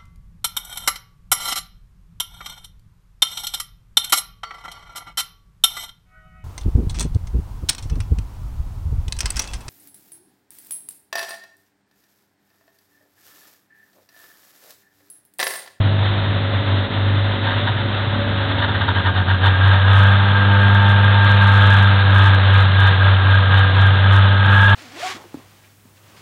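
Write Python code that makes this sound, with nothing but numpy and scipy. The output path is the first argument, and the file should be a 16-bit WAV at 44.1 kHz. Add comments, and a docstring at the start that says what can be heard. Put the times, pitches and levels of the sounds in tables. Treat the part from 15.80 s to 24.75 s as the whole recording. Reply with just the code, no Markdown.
"""A home-built belt grinder hums, buzzes and growls while its belt hisses over the wheels.
It is turned up to full speed: the loose steel frame rattles harder and the tool arm chatters.
The microphone moves over to the belt; the off-balance motor now beats (throbs) against the mains hum,
and on each beat the frame rattles and a thin guard plate rings harder. Then a steel rod rasps on the
belt, slowing the motor, and is lifted off. All along, the close microphone is dull and clips on peaks."""
import sys
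import numpy as np
from scipy import signal
from scipy.fft import rfft, irfft
from scipy.io import wavfile
from scipy.ndimage import uniform_filter1d, minimum_filter1d

SR = 44100
rng = np.random.default_rng(int(sys.argv[2]) if len(sys.argv) > 2 else 0)


def inscribe(sig):
    """Save sig as 16-bit PCM at rate SR to the path in sys.argv[1].

    A 1-D sig is mono; a 2-D sig holds one channel per row.
    Samples are clipped to [-1, 1] before scaling.
    """
    pcm = np.round(np.clip(np.atleast_2d(sig).T, -1, 1) * 32767)
    wavfile.write(sys.argv[1], SR, pcm.astype(np.int16))


N = 394694
TIME = np.arange(N) / SR
MAINS_HZ, FULL_SPEED_HZ = 50, 100  # the power supply; motor turns per second
FIELD_PER_TURN = 1.023  # the motor's magnetic field spins just ahead of its shaft
LAPS_PER_TURN = .072  # belt laps for each motor turn

# notes at which the steel frame rings: f/Hz, width/Hz, level/dB
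FRAME_MODES = [(608, 37, -15), (780, 7.3, -18.5), (905.2, 26.2, 4), (910, 71, -8.5), (1184, 28, -7.5),
               (1248, 98, -1.5), (1470, 62, -2.5), (1608.7, 15.6, 11), (1633.5, 50, -5.5), (1797, 58, -4.5),
               (2378, 84, -23), (3380, 170, -21.5), (3660, 83, -13)]


def undb(db):
    """Turn decibels into a factor to multiply by."""
    return 10 ** (np.asarray(db) / 20)


def unit(x):
    """Scale a signal to an average (rms) level of 1."""
    return x / np.sqrt(np.mean(np.abs(x) ** 2))


def colour(x, spectrum):
    """Shape a sound's lows and highs by (f/Hz, level/dB) points, then scale it to level 1."""
    hz, db = np.transpose(spectrum)
    bin_hz = np.arange(N // 2 + 1) * SR / N
    gain = undb(np.interp(np.log(bin_hz + 1), np.log(hz), db))
    return unit(irfft(rfft(x) * gain, N))


def noise():
    """White noise: an even hiss."""
    return rng.standard_normal(N)


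def smooth(x, seconds):
    """A moving average."""
    return uniform_filter1d(x, max(1, int(seconds * SR)))


def wander(per_s):
    """Glide to a new random value per_s times a second; typical size 1."""
    held = rng.standard_normal(4096)[(TIME * per_s).astype(int) % 4096]
    return unit(smooth(held, 1 / per_s))


def bell(x, centre, spread):
    """A smooth hump of height 1."""
    return np.exp(-((x - centre) / spread) ** 2 / 2)


def tone(cycles, db):
    """A pure tone that follows a running count of cycles."""
    return np.sqrt(2) * undb(db) * np.cos(2 * np.pi * cycles)


def ring(x, modes):
    """Let a signal ring an object's own notes, given as (f/Hz, width/Hz, level/dB)."""
    return sum((-1) ** k * undb(db) * signal.lfilter(*signal.iirpeak(hz, hz / width, SR), x)
               for k, (hz, width, db) in enumerate(modes))


def near_belt(move_s=(3.4, 4.35)):
    """Where the microphone is: 0 at the control box, 1 at the belt."""
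    return np.interp(TIME, move_s, [0, 1])


def settling(fade_s=.4):
    """Falls from 1 towards 0, so that hum, buzz and rumble start louder."""
    return np.exp(-TIME / fade_s)


def octaves(speed):
    """Doublings of the speed: 0 at full speed, -1 at half."""
    return np.log2(speed / FULL_SPEED_HZ)


def stand_response(hz):
    """How strongly the stand answers a shake at this frequency."""
    # where the stand shakes most easily: f/Hz, width/Hz, level/dB
    stand_modes = [(97.5, 5.9, 0), (118, 3.9, -2.7), (198.7, 5, -4.8)]
    return np.sqrt(sum(undb(db) ** 2 / (1 + ((hz ** 2 - centre ** 2) / (hz * width)) ** 2)
                       for centre, width, db in stand_modes))


def vibration(turns, speed):
    """Off-balance weight, magnetic pull and mains hum shake the frame; close pitches beat."""
    unbalance = undb(-10.1) * (speed / FULL_SPEED_HZ) ** 2 * stand_response(speed)
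    pull = undb(-21.4) * stand_response(2 * speed)
    hum = undb(-21.3 - 2.5 * near_belt() + 7.5 * settling())
    parts = [(turns, unbalance), (2 * turns, pull), (2 * MAINS_HZ * TIME, hum)]
    # complex numbers: .real is the sound, abs() is the strength of the shaking
    return np.sqrt(2) * sum(size * np.exp(2j * np.pi * cycles) for cycles, size in parts)


def throb(shake, average_s=.5):
    """Strength of the shaking against its nearby average: above 1 at the top of a beat."""
    strength = np.abs(shake)
    return strength / smooth(strength, average_s)


def mains_buzz(waver_db=2):
    """The power supply buzzes in the control box, fainter once the microphone moves away."""
    # tones of the buzz: multiple of the mains frequency, level/dB
    buzz_tones = [(1, -45), (3, -46.5), (4, -38), (5, -40), (6, -44), (7, -44.5), (8, -44.5), (9, -46),
                  (11, -40.5), (13, -44), (15, -44.5)]
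    change_db = -9 * near_belt() + 4 * settling()
    return sum(tone(round(k) * MAINS_HZ * TIME + rng.random(), db + change_db + waver_db * wander(4.7))
               for k, db in buzz_tones)


def belt(turns):
    """The belt hisses over its wheels, a little unevenly on each lap; the bearings rumble."""
    # tone colours of the belt and of the bearings: f/Hz, level/dB
    hiss_spectrum = [(200, -16.5), (400, -2), (560, 0.5), (760, -1.5), (920, 2), (1100, -1), (1450, 1),
                     (2000, -1.5), (2300, -8), (2900, -5), (3300, -2.5), (3600, 0.5), (3950, -5.5),
                     (4400, -24.5)]
    rumble_spectrum = [(20, -47.5), (40, -17), (75, -5), (115, 12), (160, 5.5), (230, -1), (300, -9),
                       (420, -18), (900, -39)]
    hiss_db = -26.5 - 6 * bell(TIME, 3.46, .13)  # the hiss dips briefly
    uneven_db = 1.05 * wander(30) + .17 * np.cos(2 * np.pi * LAPS_PER_TURN * turns)
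    rumble_db = -31.5 + 2.5 * near_belt() + 7 * settling()
    hiss = undb(hiss_db + uneven_db) * colour(noise(), hiss_spectrum)
    return hiss + undb(rumble_db) * colour(noise(), rumble_spectrum)


def mount_growl(turns, speed, waver_db=4, drift_cycles=.1):
    """The motor's uneven push sweeps up through the notes of its mount, loudest at middling speeds."""
    # notes of the motor mount: f/Hz, width/Hz, level/dB
    mount_modes = [(207, 29, 1.5), (293, 43, 2), (380, 42, -9.5), (571, 23, 1)]
    # loudness of the growl: motor speed/Hz, level/dB
    growl_levels = [(42, -37.5), (72, -30), (85, -31.5), (97, -49)]
    ripple = sum(tone(k / 2 * FIELD_PER_TURN * turns + drift_cycles * wander(20), waver_db * wander(9))
                 for k in range(4, 28))
    level_db = np.interp(speed, *np.transpose(growl_levels))
    return unit(ring(ripple, mount_modes)) * undb(level_db)


def swell_db():
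    """Extra level in the moments when the guard plate rings out."""
    # swells of the ringing: t/s, spread/s, lift/dB
    swells = [(4.12, .14, 6.5), (5.88, 0.12, 10.5), (6.45, 0.11, 6), (8.881, 0.17, 17)]
    return sum(db * bell(TIME, at_s, spread_s) for at_s, spread_s, db in swells)


def rattle_force(turns, speed, shake, wheel_per_turn=.607, swell_share=.26):
    """The frame rattles harder with speed, and on each beat, turn of the free wheel and belt lap."""
    wheel_db = 1.82 * np.cos(2 * np.pi * wheel_per_turn * turns)
    lap_db = .05 * np.cos(2 * np.pi * LAPS_PER_TURN * turns)
    level_db = -22.5 + 17.5 * octaves(speed) + 3 * near_belt()
    return undb(level_db + swell_share * swell_db() + wheel_db + lap_db) * throb(shake) ** .88


def knocks(turns, jitter_s, scatter_db=2.5, return_db=-6):
    """A loose joint knocks at both ends of each swing, softer and less evenly on the way back."""
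    swing_ends = np.flatnonzero(np.diff(np.floor(2 * turns)))
    timing, strength = rng.standard_normal((len(swing_ends), 2)).T
    backward = np.arange(len(swing_ends)) % 2 == 0
    offset = (jitter_s * SR * timing * (1 + 2 * backward)).astype(int)
    landing = np.clip(swing_ends + offset, 0, N - 1)
    return np.bincount(landing, undb(scatter_db * strength + return_db * backward), N)


def frame_rattle(turns, force):
    """Knocks ring the steel frame, and small parts clatter once a turn."""
    # tone colour of the small parts: f/Hz, level/dB
    clatter_spectrum = [(300, -31), (600, -6.5), (900, -0.5), (1300, 3), (1700, 2.5), (1950, -11.5),
                        (2500, -7), (3000, -3.5), (3500, -1), (3900, -14), (4200, -18), (4500, -35)]
    blows = knocks(turns, jitter_s=.00009)
    ringing = ring(blows * force, FRAME_MODES) / np.std(ring(blows, FRAME_MODES))
    bursts = noise() * undb(-3.5 * np.cos(2 * np.pi * turns) - wander(250))
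    clatter = colour(bursts, clatter_spectrum) * force
    return undb(-6.5) * ringing + undb(-4) * clatter


def arm_chatter(turns, speed, loose_hz=88.4, loose_span_hz=6.9, taps_per_s=1600, lead_s=.014):
    """The tool arm taps in its socket: in lone fits, and on each beat near the speed that loosens it."""
    # lone fits of chatter: t/s, spread/s, level/dB
    fit_times = [(1.694, 0.039, -21.5), (1.88, 0.012, -19), (2.825, 0.019, -21), (3.663, .022, -18),
                 (3.947, 0.022, -21), (7.069, 0.024, -20.5), (7.79, 0.017, -21)]
    # notes of the tool arm: f/Hz, width/Hz, level/dB
    arm_modes = [(750, 150, -8), (943, 55, 0), (1190, 77, -6), (1429, 74, -2), (1615, 54, 2),
                 (1843, 110, -4.5), (2980, 220, -10), (3656, 160, -6)]
    beat = np.abs(np.cos(np.pi * (turns - 2 * MAINS_HZ * TIME)))
    crest = np.interp(TIME + lead_s, TIME, beat) ** 4  # peaks just ahead of each beat
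    looseness = undb(-20.5 - 2.5 * near_belt()) * bell(speed, loose_hz, loose_span_hz)
    fits = sum(undb(db) * bell(TIME, at_s, spread_s) for at_s, spread_s, db in fit_times)
    taps = (rng.random(N) < taps_per_s / SR) * undb(3.5 * noise())
    return ring(taps * (looseness * crest + fits), arm_modes) / np.std(ring(taps, arm_modes))


def frame_singing(turns, force, level_db=-27, waver_db=1.5):
    """High motor tones sing when they meet a note of the frame, far more when it is shaken hard."""
    # tones that can sing: multiple of the motor speed, level/dB
    singing_tones = [(9, 0), (13, -1), (16, -2), (17, 3)]
    wobble = .017 * wander(45)  # the shaft turns unevenly, roughening the highest tones most
    tones = sum(tone(round(k) * (turns + wobble), db + waver_db * wander(12)) for k, db in singing_tones)
    return undb(level_db) * unit(ring(tones * force ** 2, FRAME_MODES))


def motor_whine(turns, speed, waver_db=3, drift_cycles=.027):
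    """The shaft and its magnetic field give fluttering tones that come up only near full speed."""
    # tones of the shaft and of the field: multiple of its own speed, level/dB
    shaft_tones = [(3, -39.5), (4, -42.5), (8, -38.5)]
    field_tones = [(5, -37.5), (6, -37.5), (7, -45)]
    shaft = sum(tone(round(k) * turns + drift_cycles * wander(25), db + waver_db * wander(12))
                for k, db in shaft_tones)
    field = sum(tone(k * FIELD_PER_TURN * turns + drift_cycles * wander(25), db + waver_db * wander(12))
                for k, db in field_tones)
    return (shaft + field) * (speed / speed.max()) ** 8


def guard_plate(turns, speed, shake):
    """A thin guard plate is tapped on every swing, harder on each beat; its two close notes beat too."""
    # notes of the plate: f/Hz, width/Hz, level/dB
    plate_modes = [(1626.4, 22, 3), (1661.5, 24, 2)]
    taps = knocks(turns, jitter_s=.00022)
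    level_db = -32 + 45 * octaves(speed) + swell_db()
    return unit(ring(taps, plate_modes)) * throb(shake) * undb(level_db)


def rod_grinding(shake, touch_s=5.33, lift_s=8.0, ease_db_per_s=2.9, grits_per_s=2500):
    """Grits on the belt tear at the rod in dense, unequal clicks, hardest at first and on each beat."""
    # tone colour of the rasp: f/Hz, level/dB
    rasp_spectrum = [(400, -20), (1200, 5), (2200, -2.5), (3400, -4.5), (3900, 0.5), (4400, -18)]
    clicks = (rng.random(N) < grits_per_s / SR) * np.sign(noise())
    sizes = undb(4 * np.minimum(rng.exponential(size=N), 5))
    contact = np.interp(TIME, [touch_s, touch_s + .13, lift_s, lift_s + .1], [0, 1, 1, 0])
    pressure = contact * undb(-25.5 - ease_db_per_s * (TIME - touch_s))
    bite = np.sqrt(throb(shake, average_s=.4)) * undb(wander(12))
    return colour(clicks * sizes, rasp_spectrum) * pressure * bite


def scene():
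    """One motor speed drives every moving part of the machine."""
    # the motor is turned up by hand and sags under the rod: t/s, speed/Hz
    speed_points = [(0.0, 43.87), (0.33, 40.51), (0.92, 48.0), (1.35, 49.6), (1.62, 52.85), (2.33, 66.83),
                    (2.55, 73.79), (3.21, 89.57), (3.76, 95.18), (4.44, 99.01), (5.41, 100.25),
                    (6.2, 98.09), (6.96, 96.05), (7.9, 95.92), (8.95, 99.3)]
    speed = np.interp(TIME, *np.transpose(speed_points))
    turns = np.cumsum(speed) / SR
    shake = vibration(turns, speed)
    force = rattle_force(turns, speed, shake)
    drive = shake.real + motor_whine(turns, speed) + mount_growl(turns, speed) + mains_buzz()
    frame = frame_rattle(turns, force) + frame_singing(turns, force)
    loose_parts = guard_plate(turns, speed, shake) + arm_chatter(turns, speed)
    return (drive + frame + loose_parts + belt(turns) + rod_grinding(shake))[None]


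def record(dry, dull_hz=4300, limit=.74, ceiling=.72, top_hz=15800):
    """A dull microphone with a fast limiter that turns peaks down; the tips clip into faint crackles."""
    dull = signal.sosfiltfilt(signal.cheby1(10, .05, dull_hz, fs=SR, output="sos"), dry)
    allowed_gain = limit / np.maximum(np.abs(dull), limit)
    gain = smooth(minimum_filter1d(allowed_gain, size=int(.004 * SR)), .006)
    clipped = np.clip(dull * gain, -ceiling, ceiling)
    from_edge_s = np.minimum(TIME, TIME[::-1])
    fades = np.sin(np.pi / 2 * np.minimum(from_edge_s / .004, 1)) ** 2
    return signal.sosfilt(signal.ellip(8, .1, 70, top_hz, fs=SR, output="sos"), clipped * fades)


dry = scene()
out = record(dry)
inscribe(out)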